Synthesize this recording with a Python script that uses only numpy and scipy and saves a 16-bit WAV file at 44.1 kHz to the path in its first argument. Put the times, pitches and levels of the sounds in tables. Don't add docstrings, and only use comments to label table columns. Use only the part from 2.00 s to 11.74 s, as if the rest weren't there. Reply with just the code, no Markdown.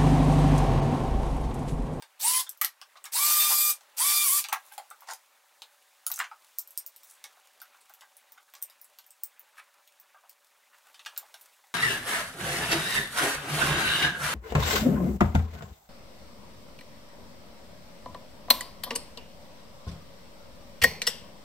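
import sys
import numpy as np
from scipy import signal
from scipy.fft import rfft, irfft, next_fast_len
from scipy.io import wavfile
from scipy.ndimage import uniform_filter1d, map_coordinates

SR = 44100
rng = np.random.default_rng(int(sys.argv[2]) if len(sys.argv) > 2 else 0)


def store_pcm(level_fs):
    pcm = np.round(np.clip(level_fs, -1, 1) * 32767).astype(np.int16)
    wavfile.write(sys.argv[1], SR, np.atleast_2d(pcm).T)


N = 429534

# (time [s], low band level [dB], high band level [dB])
RUSTLE = [(0, -66, -67.5), (.8, -67, -68), (1.901, -64.5, -66), (2.65, -63, -62.5), (3.301, -67, -66.5),
          (4.351, -66.5, -65), (4.95, -66.5, -64.5), (5.4, -64.5, -65.5), (6.4, -67.5, -67.5),
          (7.4, -67.5, -68.5), (8.5, -68.5, -69.5), (9.2, -61.5, -63), (9.74, -69.5, -66.5)]
# (frequency [Hz], density [dB per Hz, relative])
LOW_AIR = [(12, -65), (20, -34.5), (65, -45.5), (206, -37), (232, -28.5), (327, -30), (422, -21),
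           (508, -20), (570, -10.5), (702, -18), (844, -10.5), (2030, -14), (2810, -15.5), (5000, -27.5),
           (6500, -54), (11000, -120)]
# (frequency [Hz], density [dB per Hz, relative])
HIGH_AIR = [(2060, -41), (3500, -4), (4600, -6), (6280, -5), (6740, -4.5), (12200, -7.5), (16000, -8)]
# (frequency [Hz], level [dB])
HUM = [(575, -82.5), (759, -78)]
# (frequency [Hz], time to fall 60 dB [s])
ROOM = [(500, 0.15), (2500, 0.14), (7000, .13), (14000, 0.096)]
# (middle [s], half length [s], level [dB], centre frequency [Hz])
SCUFFS = [(0.973, 0.0089, -54, 3550), (1.519, 0.016, -30.5, 824), (2.534, 0.0084, -27, 1290),
          (2.666, 0.069, -63, 11600), (2.743, 0.016, -56, 10500), (3.101, 0.02, -34.5, 870),
          (3.106, 0.022, -42.5, 5600), (4.21, 0.021, -31.5, 1320), (5.099, 0.063, -57.5, 8800),
          (5.171, 0.014, -61.5, 1500), (6.119, 0.009, -70, 2500), (6.489, 0.0089, -61.5, 1490),
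          (8.737, 0.023, -57, 1314), (9.416, .02, -59, 10900), (7.59, 0.018, -47.5, 1420),
          (7.588, .014, -58, 9000), ]
# (time [s], peak level [dB], strongest ring [Hz])
KNOCKS = [(0.022, -40.5, 750), (0.465, -37.5, 3360), (0.613, -20.5, 1970), (0.639, -23.5, 2010),
          (0.815, -40.5, 1110), (0.955, -41, 1190), (1.042, -37, 2490), (1.059, -35.5, 2160),
          (1.809, -47, 1080), (2.445, -26.5, 2260), (2.487, -35, 711), (2.525, -15, 1250),
          (2.717, -42.5, 910), (2.778, -29, 750), (2.909, -36.5, 1200), (3.02, -39, 1100),
          (3.618, -43, 840), (4.065, -37.5, 1320), (4.102, -36, 1100), (4.196, -28.5, 1680),
          (4.21, -35, 1570), (4.241, -31, 2260), (4.313, -34, 1300), (5.242, -39, 2140), (5.369, -50, 851),
          (5.616, -42, 1430), (5.744, -49, 1150), (5.896, -47, 1440), (6.019, -40.5, 1500),
          (6.376, -44, 1530), (6.538, -42, 970), (6.986, -49, 1430), (8.145, -45, 830), (8.236, -48, 850),
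          (8.863, -51, 837), (8.943, -43.5, 3200), (8.994, -42.5, 2420), (9.06, -27.5, 2920),
          (9.165, -44, 1210), (9.226, -45, 965), (9.339, -42.5, 920), (9.638, -48.5, 1410)]
# (frequency [Hz], width [Hz], level [dB])
DRAWER = [(824, 7.2, 9.5), (930, 17, -9), (1147, 8.7, 4.5), (1656, 8.2, 5.5), (1930, 57, -9),
          (2300, 140, -24), (3500, 14, -8.5), (3750, 48, -4)]
# (time [s], peak level [dB], strongest ring [Hz], lower treble gain [dB])
CLICKS = [(0.0231, -30, 5340, -2), (0.4931, -16.5, 12900, -26), (0.5746, -36, 12500, -21),
          (0.614, -6.5, 12600, -17), (0.6178, -9.5, 12700, -11.5), (0.637, -19, 12400, -22),
          (0.647, -6, 12100, -10.5), (0.815, -29, 7800, 3), (1.0412, -24, 8250, -39),
          (1.055, -23, 5470, -7), (1.8092, -39, 6000, -1.5), (2.4413, -17.5, 6600, 2.5),
          (2.4865, -22, 5960, -3), (2.5286, -10.5, 9400, -8.5), (2.7232, -31, 10900, -13),
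          (2.7366, -32.5, 10700, -7), (2.78, -24.5, 7200, -7), (2.903, -30.5, 8240, -31),
          (3.007, -38.5, 11500, -13), (3.135, -25, 5140, -10), (3.6199, -28, 5170, 1),
          (4.0661, -7, 10200, -14), (4.1014, -22, 12700, -14), (4.1165, -12, 13800, -11),
          (4.14, -21, 6500, -18), (4.1598, -20, 6300, -30), (4.17, -32, 6000, -32), (4.174, -31, 6000, -30),
          (4.1848, -30, 6200, -30), (4.1906, -15, 7460, -16), (4.581, -42, 5150, -28),
          (4.5859, -10.5, 12360, -32), (4.592, -20.5, 5300, -37), (4.675, -33, 12900, -34),
          (4.707, -28.5, 12500, -30), (4.7758, -12.5, 12360, -36), (4.781, -23, 5370, -28),
          (4.8639, -21.5, 14300, -26), (4.9625, -29.5, 13100, -11), (5.0334, -35.5, 13600, -8),
          (5.0454, -37, 15500, -17), (5.2408, -27, 5930, -3.5), (5.6022, -40, 7100, -5),
          (5.6168, -26, 13000, -15), (5.813, -42, 8140, -10), (5.896, -38, 14500, -17),
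          (5.9384, -32, 13600, -9), (6.0093, -36, 7900, 0), (6.168, -35, 10550, -24),
          (6.321, -32.5, 14200, -19), (6.5378, -33, 13600, -1.5), (6.5519, -33.5, 5250, 0),
          (6.618, -32, 13700, -23), (6.6252, -14.5, 13850, -26), (6.699, -38.5, 12000, 0),
          (6.815, -30, 14100, -35), (6.8444, -35, 10700, -22), (6.987, -30, 12900, -3.5),
          (7.0653, -38, 13300, -37), (7.1064, -33, 7900, -33), (7.2355, -12, 15300, -43),
          (7.395, -28, 14500, -31), (7.8755, -41.5, 6740, -8), (7.9997, -35, 14300, -28),
          (8.2951, -30, 14400, -15), (8.9938, -38, 7450, 23.5), (9.05, -35, 8300, 18),
          (9.0615, -31, 5140, 24), (9.1638, -33.5, 5130, 9), (9.1769, -13.5, 14300, -13),
          (9.342, -33, 5500, 1), (9.412, -34.5, 14100, -11)]
# (on [s], off [s], free shaft speed [Hz], spin-up time [s], hiss level [dB],
# gear mesh over hiss level [dB])
BURSTS = [(0.191, 0.4, 1039, .030, -23, -8.5), (1.116, 1.708, 1205, 0.027, -20.5, -8),
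          (1.964, 2.394, 1193, .0265, -20.5, -11)]
# (grips [s], lets go [s], speed lost as it grips [share], as it lets go [share])
LOADS = [(1.47, 1.59, .009, .009), (2.235, 2.3, .03, .205)]
# (time [s], housing noise over hiss level [dB])
BEARING = [(.2, -2.5), (.26, -5), (.33, -5.5), (.4, -4), (1.15, -4.5), (1.3, -6), (1.38, -6), (1.42, -1.5),
           (1.47, -6.5), (1.58, -10), (1.7, -10.5), (2, -3), (2.06, -5.5), (2.11, -6), (2.19, -8),
           (2.27, -10.5), (2.33, -12.5), (2.37, -10), (2.4, -7.5)]
# (frequency [Hz], density [dB per Hz, relative])
HISS = [(3000, -43), (4600, -6.5), (6300, -6.5), (7900, 2), (12000, -0.5), (15000, 0), (17000, -13.5)]
# (frequency [Hz], density [dB per Hz, relative])
HOUSING = [(120, -76), (280, -32.5), (600, -18), (1000, -9), (1500, -14.5), (2600, -12), (4400, -6.5),
           (6500, -10.5), (10000, -51)]
# (shaft order [multiple], level over hiss level [dB], gain per dB of bearing [dB],
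# gain per dB of speed [dB])
SHAFT = [(1, -11.5, 0.51, 3.5), (2, -20, 0.24, 9), (3, -18.5, .5, 11), (4, -22.5, .5, 11)]
# (shaft order [multiple], level over hiss level [dB])
GEARS = [(.236, -36), (2.827, -30.5), (4.236, -28), (5, -29.5), (7, -37.5), (8, -29), (8.473, -30),
         (9.474, -17), (10.474, -26.5), (11, -20.5)]
# (frequency [Hz], gain [dB])
CASING = [(250, -6), (800, 0), (950, 10), (1100, -2.5), (1200, 0.5), (3000, -1), (3600, 0), (4200, -12.5),
          (4750, 0.5), (7500, 3), (9300, 6.5), (10400, -1), (12000, -1)]
# (shaft order [multiple], middle [s], half length [s], gain [dB])
SWELLS = [(1, 2.3, .04, 5.5), (3, 1.42, .03, 10), (4, 1.55, .07, 10), (2, 1.65, 0.071, 4),
          (2, 2.16, 0.076, 8.5), (3, 2.125, 0.065, 8), (4, 2.134, 0.079, 11.5), (1, 2.3, .022, -10.5),
          (10, 1.2, 0.028, -8), (10, 2.22, .025, -7.5)]

MESH = 10
SETTLE_S, SETTLE_SHARE = .12, .03
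ATTACK_S, BRAKE_DB_PER_S, BRAKE_HZ_PER_S = 0.0071, 690, 1500
AIRED = .75
HISS_GROWS, TONES_GROW = 1.19, 2.5
TOP_HZ = 15800


def amp(db):
    return 10 ** (np.asarray(db) / 20)


def unit(x):
    return x / np.sqrt(np.mean(x ** 2, axis=-1, keepdims=True) + 1e-20)


def along(points, hz):
    f, v = np.transpose(points)
    return np.interp(np.log(hz + 1), np.log(f + 1), v)


def filtered(x, response):
    m = next_fast_len(x.shape[-1] + SR // 4)
    spectrum = rfft(x, m) * response(np.fft.rfftfreq(m, 1 / SR))
    return irfft(spectrum, m)[..., :x.shape[-1]]


def ring(f, hz, width):
    return 1j * f * width / (hz * hz - f * f + 1j * f * width)


def wobble(size, rate):
    return map_coordinates(rng.standard_normal(size // 64 + 4), [np.arange(size) * rate / SR])


def lagged(x, tau):
    step = 1 / (tau * SR)
    return signal.lfilter([step], [1, step - 1], x)


def rush(size, spectrum, patchy_db):
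    z = signal.stft(rng.standard_normal(size + 512), nperseg=256)[2]
    field = uniform_filter1d(rng.standard_normal(z.shape), size=4, axis=0)
    field = uniform_filter1d(field, size=6, axis=1)
    patchy = z * amp(patchy_db * field / field.std())
    noise = signal.istft(patchy, nperseg=256)[1][:size]
    return unit(filtered(noise, lambda hz: amp(along(spectrum, hz))))


def tails(count):
    hz, t, z = signal.stft(rng.standard_normal((count, SR // 4)), SR, nperseg=128)
    decay = amp(-60 * t / along(ROOM, hz)[:, None])
    tail = signal.istft(z * decay, SR, nperseg=128)[1]
    return unit(tail) / np.sqrt(tail.shape[1])


def placed(rows, sounds, wet_db):
    sounds = sounds / np.abs(signal.hilbert(sounds)).max(axis=1, keepdims=True)
    padded = np.pad(sounds, ((0, 0), (60, 0)))
    mix = amp(wet_db) * signal.fftconvolve(padded, tails(len(rows)), axes=1)
    mix[:, :sounds.shape[1]] += sounds
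    out = np.zeros(N + SR)
    for (s, db), sound in zip(rows[:, :2], mix):
        out[round(s * SR):][:len(sound)] += amp(db) * sound
    return out[:N]


def roomy(x, wet_db):
    out, hop = np.pad(x, (0, SR)), SR // 20
    starts = np.arange(0, len(x) - 2 * hop, hop)
    pieces = x[starts[:, None] + np.arange(2 * hop)] * np.hanning(2 * hop)
    echoes = signal.fftconvolve(pieces, tails(len(starts)), axes=1)
    for start, echo in zip(starts, echoes):
        out[start:][:len(echo)] += amp(wet_db) * echo
    return out[:len(x)]


def background():
    s, low_db, high_db = np.transpose(RUSTLE)
    t = np.arange(N) / SR
    ticks = (rng.random(N) < 30 / SR) * rng.exponential(size=N)
    tick_decay = amp(-60 * t[:SR // 10] / 0.018)
    ticks = 1 + 0.8 * signal.fftconvolve(ticks, tick_decay)[:N]
    low_level = amp(np.interp(t, s, low_db) + 1.2 * wobble(N, 7.8))
    low = low_level * np.sqrt(ticks) * rush(N, LOW_AIR, patchy_db=2.5)
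    high_level = amp(np.interp(t, s, high_db) + 0.54 * wobble(N, 26))
    high = high_level * ticks * rush(N, HIGH_AIR, patchy_db=0.5)
    hum = sum(amp(db - 1.5 + 3.4 * wobble(N, 2.1)) * np.sin(2 * np.pi * hz * t) for hz, db in HUM)
    return low + high + hum


def scuffs():
    out, t = np.zeros(N + SR), np.arange(SR // 2) / SR - .2
    for s, half, db, hz in SCUFFS:
        grain = rng.standard_normal(len(t)) * amp(4.8 * wobble(len(t), 302.8))
        rub = unit(filtered(grain, lambda f: ring(f, hz, 0.91 * hz) ** 2))
        rub = rub * np.exp(-(t / half) ** 2)
        rub = rub + amp(-3.5) * signal.fftconvolve(rub, tails(1)[0])[:len(t)]
        out[round((s + t[0]) * SR):][:len(t)] += amp(db) * rub
    return out[:N]


def knocks():
    rows, t = np.array(KNOCKS), np.arange(SR // 10) / SR
    push = rng.standard_normal((len(rows), len(t))) * (t / .0012) * np.exp(-t / 0.0013)
    strength_db = rng.normal(0, 0.95, (len(rows), len(DRAWER)))
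    hz = rows[:, 2:3]

    def wood(f):
        return sum((-1) ** k * amp(db + strength_db[:, k:k + 1]) * ring(f, centre, width + 150)
                   for k, (centre, width, db) in enumerate(DRAWER))

    def colour(f):
        struck_spot = amp(-1.5) * ring(f, hz, 310)
        return (amp(-5.0) * wood(f) + struck_spot + amp(-13.5)) * ring(f, hz, 2.32 * hz) ** 2

    return placed(rows, filtered(push, colour), wet_db=4.0)


def clicks():
    rows, t = np.array(CLICKS), np.arange(SR // 40) / SR
    crack = rng.standard_normal((len(rows), len(t))) * amp(-60 * (t / 0.0051) ** 1.12)
    touch = np.tile(t == 0, (len(rows), 1)) * 6.4
    peak_db, hz, low_db = rows[:, 1:2], rows[:, 2:3], rows[:, 3:4]

    def small(f):
        return (1j * f / (3600 + 1j * f)) ** 8

    def broad(f):
        treble = amp(-10.5) * ring(f, hz, 1.3 * hz) + amp(-14.5)
        treble = treble + amp(-6.5) * ring(f, 5500, 1200) + amp(-12.5) * ring(f, 8300, 1500)
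        lower_treble = amp(low_db + 0.8) * ring(f, 3310, 3200) ** 2
        return small(f) * treble + lower_treble

    def own(f):
        return small(f) * (amp(-0.2) * ring(f, hz, 0.018 * hz) + amp(-3) * ring(f, hz, .062 * hz))

    wet_db = 0.14 - 0.058 * (peak_db + 23.5)
    return placed(rows, filtered(crack, broad) + filtered(touch, own), wet_db)


def drill():
    out = np.zeros(N + SR)
    for on, off, free_hz, spin_s, level_db, mesh_db in BURSTS:
        n = np.arange(round(on * SR), round((off + .06) * SR))
        t, size = n / SR, len(n)

        load = sum(np.interp(t, (a, b), (first, last), 0, 0) for a, b, first, last in LOADS)
        speed = (1 - SETTLE_SHARE) * lagged(1 - load, spin_s) + SETTLE_SHARE * lagged(1 - load, SETTLE_S)
        braking = np.clip(t - off, 0, None)
        hz = free_hz * speed - BRAKE_HZ_PER_S * braking
        turns = np.cumsum(hz * (1 + 0.00075 * wobble(size, 90))) / SR

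        spin_db = 20 * np.log10(lagged(np.ones(size), spin_s))
        hiss_db = level_db + HISS_GROWS * spin_db - BRAKE_DB_PER_S * braking
        whine_db = level_db - 2 * BRAKE_DB_PER_S * braking
        tones_db = whine_db + TONES_GROW * spin_db
        housing_db = np.interp(t, *np.transpose(BEARING))

        def tone(order, db, flutter_db):
            level = amp(db + along(CASING, order * hz) + flutter_db * wobble(size, 39.46))
            return np.sqrt(2) * level * np.sin(2 * np.pi * (order * turns + rng.random()))

        def swell_db(order):
            return sum(db * np.exp(-((t - s) / half) ** 4) for k, s, half, db in SWELLS if k == order)

        throb_db = 2.2 * np.sin(2 * np.pi * turns)
        throb_db += 1.6 * np.sin(2 * np.pi * 0.18 * turns)
        throb = amp(throb_db + 0.84 * wobble(size, 250))
        sound = amp(hiss_db - 5.0) * unit(throb * rush(size, HISS, patchy_db=0.0))
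        sound += amp(hiss_db + housing_db - 7.0) * unit(throb * rush(size, HOUSING, patchy_db=2.0))

        whine = sum(tone(k, whine_db + db + gain * housing_db + grows * spin_db + swell_db(k), 2.2)
                    for k, db, gain, grows in SHAFT)
        whine += tone(MESH, tones_db + mesh_db + swell_db(MESH), 2.4)
        sound += sum(tone(k, tones_db + db, 2.8) for k, db in GEARS)

        edges = np.clip(np.minimum((t - on) / ATTACK_S, (t[-1] - t) / .007), 0, 1)
        aired = amp(-1.5) * edges * (sound + AIRED * whine)
        aired = np.pad(aired, (0, SR // 4 + 200))
        out[n[0]:][:len(aired)] += roomy(aired, wet_db=0.0)
        out[n] += edges * (1 - AIRED) * whine
    return out[:N]


def scene():
    near = drill() + clicks() + knocks() + scuffs()
    near = filtered(near, lambda f: (1j * f / (520 + 1j * f)) ** 3)
    return np.tile(near + background(), (2, 1))


def record(dry):
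    return filtered(dry, lambda hz: amp(-np.clip((hz - TOP_HZ) * .07, 0, 100)))


dry = scene()
out = record(dry)
store_pcm(out)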